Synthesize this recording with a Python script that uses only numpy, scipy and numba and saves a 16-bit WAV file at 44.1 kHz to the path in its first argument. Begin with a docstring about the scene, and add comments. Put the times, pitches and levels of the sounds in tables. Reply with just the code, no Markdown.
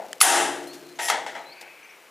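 """A quiet yard, at a horse trailer. The door's steel latch snaps open, and the impact excites the modes
of the hollow door and the sheet-metal shell. The swinging door hums as it flexes, scrapes by stick-slip
friction, knocks a few times and brushes over the ramp. Grit crackles under boots and a small bird
whistles. Automatic gain control compresses the bang into a short plateau."""
import sys
import numpy as np
from scipy import signal
from scipy.fft import rfft, irfft
from scipy.io import wavfile
from numba import njit

SR = 44100
rng = np.random.default_rng(int(sys.argv[2]) if len(sys.argv) > 2 else 0)


def bounce(signal):
    """Save signal as a 16-bit WAV file at the path given by the first command-line argument."""
    frames = np.transpose(np.atleast_2d(signal))
    limited = np.clip(frames, -1, 1)
    pcm = np.round(limited * 32767).astype(np.int16)
    wavfile.write(sys.argv[1], SR, pcm)


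N = 92610
TIME = np.arange(N) / SR
FREQS = np.maximum(np.arange(N // 2 + 1) * SR / N, 1)


def undb(db):
    """Amplitude ratio of a level in decibels."""
    return 10 ** (np.asarray(db) / 20)

def on_log(points):
    """Spectrum interpolated between (f, value) points on a logarithmic frequency axis."""
    hz, values = np.array(points).T
    return np.interp(np.log(FREQS), np.log(hz), values)

def filtered(source, gain):
    """Source-filter principle: spectrum times frequency response, normalised to rms 1."""
    out = irfft(rfft(source) * gain, N)
    return out / np.sqrt(np.mean(out ** 2))

def noise(gain):
    """Spectrally shaped Gaussian noise of rms 1."""
    return filtered(rng.standard_normal(N), gain)

def resonance(hz, width):
    """Band-pass response of a damped oscillator."""
    return 1 / (1 + 1j * hz / width * (FREQS / hz - hz / FREQS))

def fade(start, rise, t60):
    """Exponential damping with a linear onset."""
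    age = np.maximum(TIME - start, 0)
    return np.minimum(age / max(rise, 1 / SR), 1) * np.exp(-np.log(1000) * age / t60)

def modes(table, start, rise, tilt_db, pivot_hz):
    """Modal superposition: damped sinusoids, tilted by tilt_db per octave about a pivot."""
    out = 0
    for hz, db, t60 in table:
        partial = np.sin(2 * np.pi * (hz * (TIME - start) + rng.random()))
        out += undb(db + tilt_db * np.log2(hz / pivot_hz)) * partial * fade(start, rise, t60)
    return out / 2

def slips(per_s, scatter_db):
    """Stick-slip as a Poisson process: tiny impulses of log-normal size."""
    occurs = rng.random(N) < per_s / SR
    return occurs * undb(scatter_db * rng.standard_normal(N)) * rng.choice([-1, 1], N)

# Decay of the trailer's shell: f/Hz, T60/s
SHELL_DECAY = [(150, 2.03), (350, 1.55), (750, 0.74), (2500, 0.68), (6000, 0.58), (10000, 0.52),
               (14000, 0.18)]

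def shell(colour, start, rise, tilt_db, t60_scale, swell_cycles=0, patchy_db=2.5):
    """High modal density: sheet metal rings as uneven noise whose high bands die first."""
    grid = np.arange(0, SR / 2, 22)
    uneven = np.interp(FREQS, grid, rng.standard_normal(len(grid))) * np.minimum(FREQS / 2000, 1)
    octaves = np.log2(np.maximum(FREQS, 600))
    spectrum = rfft(noise(undb(on_log(colour) + tilt_db * octaves + patchy_db * uneven)))
    centres, t60s = np.array(SHELL_DECAY).T
    out = 0
    for hz, t60, weights in zip(centres, t60s, np.eye(len(centres))):
        band = irfft(spectrum * np.interp(np.log(FREQS), np.log(centres), weights), N)
        out += band * fade(start, rise + swell_cycles / hz, t60 * t60_scale)
    return out

# Modes of the door panel: f/Hz, relative level/dB, T60/s
PANEL_MODES = [(151.2, -30.5, 3.44), (286, -13, 1.7), (351, -7, 1.28), (439, -3, 0.72), (665.5, -0.5, 0.71),
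               (802, 1.5, 0.72), (856, 2, 0.61), (933, 7, 0.54), (1300, -4.5, 0.62), (1702, -9, 0.6)]

def panel(start, rise, tilt_db=0, pivot_hz=990):
    """Free vibration: the struck door rings at its natural frequencies."""
    return modes(PANEL_MODES, start, rise, tilt_db, pivot_hz)

# Spectrum of a knock: f/Hz, relative level/dB
KNOCK_SPECTRUM = [(50, -73), (120, -36.5), (400, -21), (620, -8.5), (850, -3.5), (1090, -13.5), (1500, -7),
                  (2100, -1.5), (2430, -12.5), (3400, -6.5), (4100, -12.5), (7500, -12), (11000, -20.5),
                  (15000, -38)]
# Blows on the door: t/s, shell level/dB, rise/s, shell tilt/(dB/octave), panel gain/dB
DOOR_KNOCKS = [(-.01, -32.5, .003, -16.5, -66), (0.987, -28.5, 0.0045, -2.5, -36),
               (1.083, -23, 0.0023, -0.5, -57), (1.099, -21, 0.0011, -5, -30.5),
               (1.263, -33, 0.0014, -3.5, -44.5), (1.349, -33.5, 0.0026, -6, -41),
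               (1.611, -47, 0.0044, -10, -71)]

def knocks():
    """Impulse excitation: light blows on the door ring both shell and panel."""
    out = 0
    for start, db, rise, tilt_db, panel_db in DOOR_KNOCKS:
        out += undb(db) * shell(KNOCK_SPECTRUM, start, rise, tilt_db, t60_scale=0.64)
        out += undb(panel_db) * panel(start, rise, tilt_db=2)
    return out

# Spectrum of the yard's background: f/Hz, relative level/dB
YARD_SPECTRUM = [(100, -17), (150, -7), (350, 8.5), (2500, 4.5), (4000, -3.5), (15000, -10)]

def yard(db=-52):
    """Stationary noise: a faint, broad hush."""
    return undb(db) * noise(undb(on_log(YARD_SPECTRUM)))

def grit(db=-57, hz=4000, end_s=1.37, fade_s=0.5):
    """Granular friction: grit crackles under boots until the door has swung out."""
    grains = filtered(slips(per_s=500, scatter_db=3.1), resonance(hz, 2 * hz) ** 2)
    return undb(db) * grains * np.clip((end_s - TIME) / fade_s, 0, 1)

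# Ticks of the fittings: t/s, level/dB, centre f/Hz, T60/s
FITTING_TICKS = [(0.1301, -22, 3300, 0.01), (.672, -46.5, 6960, 0.16), (0.732, -44, 4170, 0.21),
                 (1.611, -38, 3820, 0.066)]

def ticks(bracket_hz=1750, bracket_db=-4, bracket_t60=0.012):
    """Brief contact has a broad spectrum: each fitting clicks and rings its bracket's damped mode."""
    out = 0
    for start, db, hz, t60 in FITTING_TICKS:
        click = noise(resonance(hz, 2 * hz) ** 2) * fade(start, 0.0001, t60)
        bracket = 2 * modes([(bracket_hz, bracket_db, bracket_t60)], start, 0.00004, 0, bracket_hz)
        out += undb(db) * (click + bracket)
    return out

# Modes of the steel latch: f/Hz, relative level/dB, T60/s
LATCH_MODES = [(1276, 6, 0.018), (2105, -1, 0.04), (2610, 7, 0.011), (4540, -2, 0.0526),
               (5410, -3.5, 0.052)]
# Slip, strike and later clank: t/s, level/dB, chatter time constant/s, tilt/(dB/octave), zing gain/dB
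LATCH_IMPACTS = [(0.2023, -14.5, 0.016, 2.5, -4.5), (0.2124, 1, .004, -2, 0), (1.099, -15, 0.007, -8, -31)]

def latch(crack_db=-6, crack_hz=4500):
    """Steel-on-steel impact: chattering contact cracks, the latch rings, its clustered top modes zing."""
    out = 0
    for start, db, chatter, tilt_db, zing_db in LATCH_IMPACTS:
        rise = 0.28 * chatter
        crack = noise(resonance(crack_hz, 2 * crack_hz) ** 2) * fade(start, rise, np.log(1000) * chatter)
        zing = noise(resonance(hz=10200, width=1700) ** 2) * fade(start, rise=0.01, t60=0.17)
        ring = modes(LATCH_MODES, start, rise, tilt_db, pivot_hz=4850) / 2
        out += undb(db) * (ring + undb(crack_db) * crack + undb(zing_db) * zing)
    return out

# Spectrum of the bang: f/Hz, relative level/dB
BANG_SPECTRUM = [(50, -46.5), (120, -40), (240, -24), (340, -13.5), (520, -15), (800, 2.5), (1050, -8.5),
                 (1300, -6), (2030, -5.5), (2340, -14.5), (2800, -8), (4300, -14.5), (7400, -8),
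                 (10300, -9.5), (12000, -15)]

def bang(start=0.2125, shell_db=-2, panel_gain_db=-11):
    """Structural coupling: the freed latch shakes door and shell, whose low modes build up slowest."""
    boom = shell(BANG_SPECTRUM, start, rise=0.013, tilt_db=0, t60_scale=0.98, swell_cycles=13)
    return undb(shell_db) * boom + undb(panel_gain_db) * panel(start, rise=0.084)

# Flexes of the swinging panel: t/s, level/dB
PANEL_FLEXES = [(.32, -25.5), (.6, -32), (.85, -40.5)]

def flexing(waver=0.35, waver_hz=14, drift_hz=4):
    """Amplitude and frequency modulation: each flex swells a wavering hum at the panel's drum mode."""
    drum_hz = PANEL_MODES[2][0]
    swell = sum(undb(db) * fade(start, rise=0.055, t60=0.69) for start, db in PANEL_FLEXES)
    pulse, drift = (noise(resonance(waver_hz, 2 * waver_hz) ** 2) for _ in range(2))
    hum = np.sin(2 * np.pi * np.cumsum(drum_hz + drift_hz * drift) / SR)
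    return swell * (1 + waver * pulse) * hum

# Bird notes: t/s, duration/s, start f/Hz, end f/Hz, level/dB
BIRD_NOTES = [(0.668, 0.067, 4180, 4500, -45), (.84, 0.09, 4120, 4090, -55.5),
              (0.956, 0.021, 6180, 7200, -52.5), (1.378, 0.055, 4160, 3810, -55),
              (1.45, 0.09, 4000, 4520, -48), (1.519, 0.0174, 4310, 5170, -46),
              (1.55, 0.067, 4510, 4720, -57), (1.83, 0.025, 6030, 6400, -57),
              (1.893, 0.023, 5320, 6500, -56)]

def bird(waver=0.018, echo_db=-6):
    """Frequency glides: thin whistles, prolonged by the yard's reverberation."""
    song = 0
    for start, length, start_hz, end_hz, db in BIRD_NOTES:
        progress = np.clip((TIME - start) / length, 0, 1)
        glide = start_hz + (end_hz - start_hz) * progress ** 2
        hz = glide * (1 + waver * noise(resonance(hz=130, width=200)))
        arch = np.sqrt(4 * progress * (1 - progress))
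        song += undb(db) * arch * np.sin(2 * np.pi * np.cumsum(hz) / SR)
    echo = rng.standard_normal(N) * fade(0, rise=0.0071, t60=0.94)
    return song + undb(echo_db) * signal.fftconvolve(song, echo / np.linalg.norm(echo))[:N]

# Resonances of the scraping edge: f/Hz, width/Hz, relative level/dB, rise/s
EDGE_RESONANCES = [(687, 65, -6, 0.025), (1892, 68, 1.5, 0.02), (2740, 1400, -4.5, 0.0078),
                   (5720, 1900, -0.5, 0.06), (7440, 210, -4.5, 0.05), (10000, 2100, 0, 0.05)]

def scrape(start=0.988, end=1.099, level_db=-34, release_s=0.022):
    """Stick-slip friction drives a metal edge; its high resonances build up later than the low ones."""
    drive = slips(per_s=1600, scatter_db=0.76)
    rings = 0
    for hz, width, db, rise in EDGE_RESONANCES:
        onset = np.clip((TIME - start) / rise, 0, 1)
        rings += undb(db) * filtered(drive, resonance(hz, width) ** 2) * onset
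    release = np.exp(-np.maximum(TIME - end, 0) / release_s)
    return undb(level_db) * rings * release

# Resonances of the door on the ramp: f/Hz, width/Hz, relative level/dB
RAMP_RESONANCES = [(536, 1300, -11.5), (1600, 320, -3.5), (2285, 480, 4.5), (2540, 53, -2.5)]
# Envelope set by contact pressure: t/s, gain/dB
BRUSH_ENVELOPE = [(1.352, -80.5), (1.499, -59), (1.65, -52.5), (1.74, -58), (1.911, -56), (2.1, -73)]

def brush():
    """Sliding friction: the door's lower edge crosses the ramp with a fine, grainy hiss."""
    drive = slips(per_s=2500, scatter_db=3.7)
    rings = sum(undb(db) * filtered(drive, resonance(hz, width) ** 2) for hz, width, db in RAMP_RESONANCES)
    return rings * undb(np.interp(TIME, *np.array(BRUSH_ENVELOPE).T))

# Stereo balance: f/Hz, left minus right level/dB
BALANCE = [(130, 4), (8000, 2.5), (13000, 0.1)]

def scene(spread_db=-22, spread_hz=2500):
    """Interaural level difference sets the sum a little to the left; dull reflections widen it."""
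    door = knocks() + ticks() + latch() + bang() + flexing() + scrape() + brush()
    direct = rfft(door + yard() + grit() + bird())
    reflections = rng.standard_normal(N) * fade(0, rise=0.002, t60=0.08)
    reflections /= np.linalg.norm(reflections)
    side = undb(spread_db) * rfft(reflections) / np.hypot(1, FREQS / spread_hz)
    balance = on_log(BALANCE)
    return np.array([irfft(direct * (1 + way * side) * undb(way * balance / 2), N) for way in (1, -1)])

@njit
def follow(x, attack_s, release_s):
    """First-order lag with separate time constants for rise and fall."""
    out, level = np.empty(len(x)), 0.
    for i in range(len(x)):
        level += (x[i] - level) / (SR * (attack_s if x[i] > level else release_s))
        out[i] = level
    return out

def record(dry, threshold_db=-18, ratio=9.7, sense_s=0.00083, low_hz=180, top_hz=15350):
    """Dynamic compression: gain drops just after a loud onset, overshoot clips, bass and top are cut."""
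    power = follow(dry.mean(axis=0) ** 2, sense_s, sense_s)
    excess_db = np.maximum(10 * np.log10(power + 1e-12) - threshold_db, 0)
    reduction_db = follow(excess_db * (1 - 1 / ratio), attack_s=0.0067, release_s=0.018)
    clipped = np.clip(dry * undb(-reduction_db), -1, 1)
    high_pass = signal.butter(1, low_hz, "high", fs=SR, output="sos")
    low_pass = signal.ellip(10, .2, 70, top_hz, fs=SR, output="sos")
    return signal.sosfilt(low_pass, signal.sosfilt(high_pass, clipped))


dry = scene()
out = record(dry)
bounce(out)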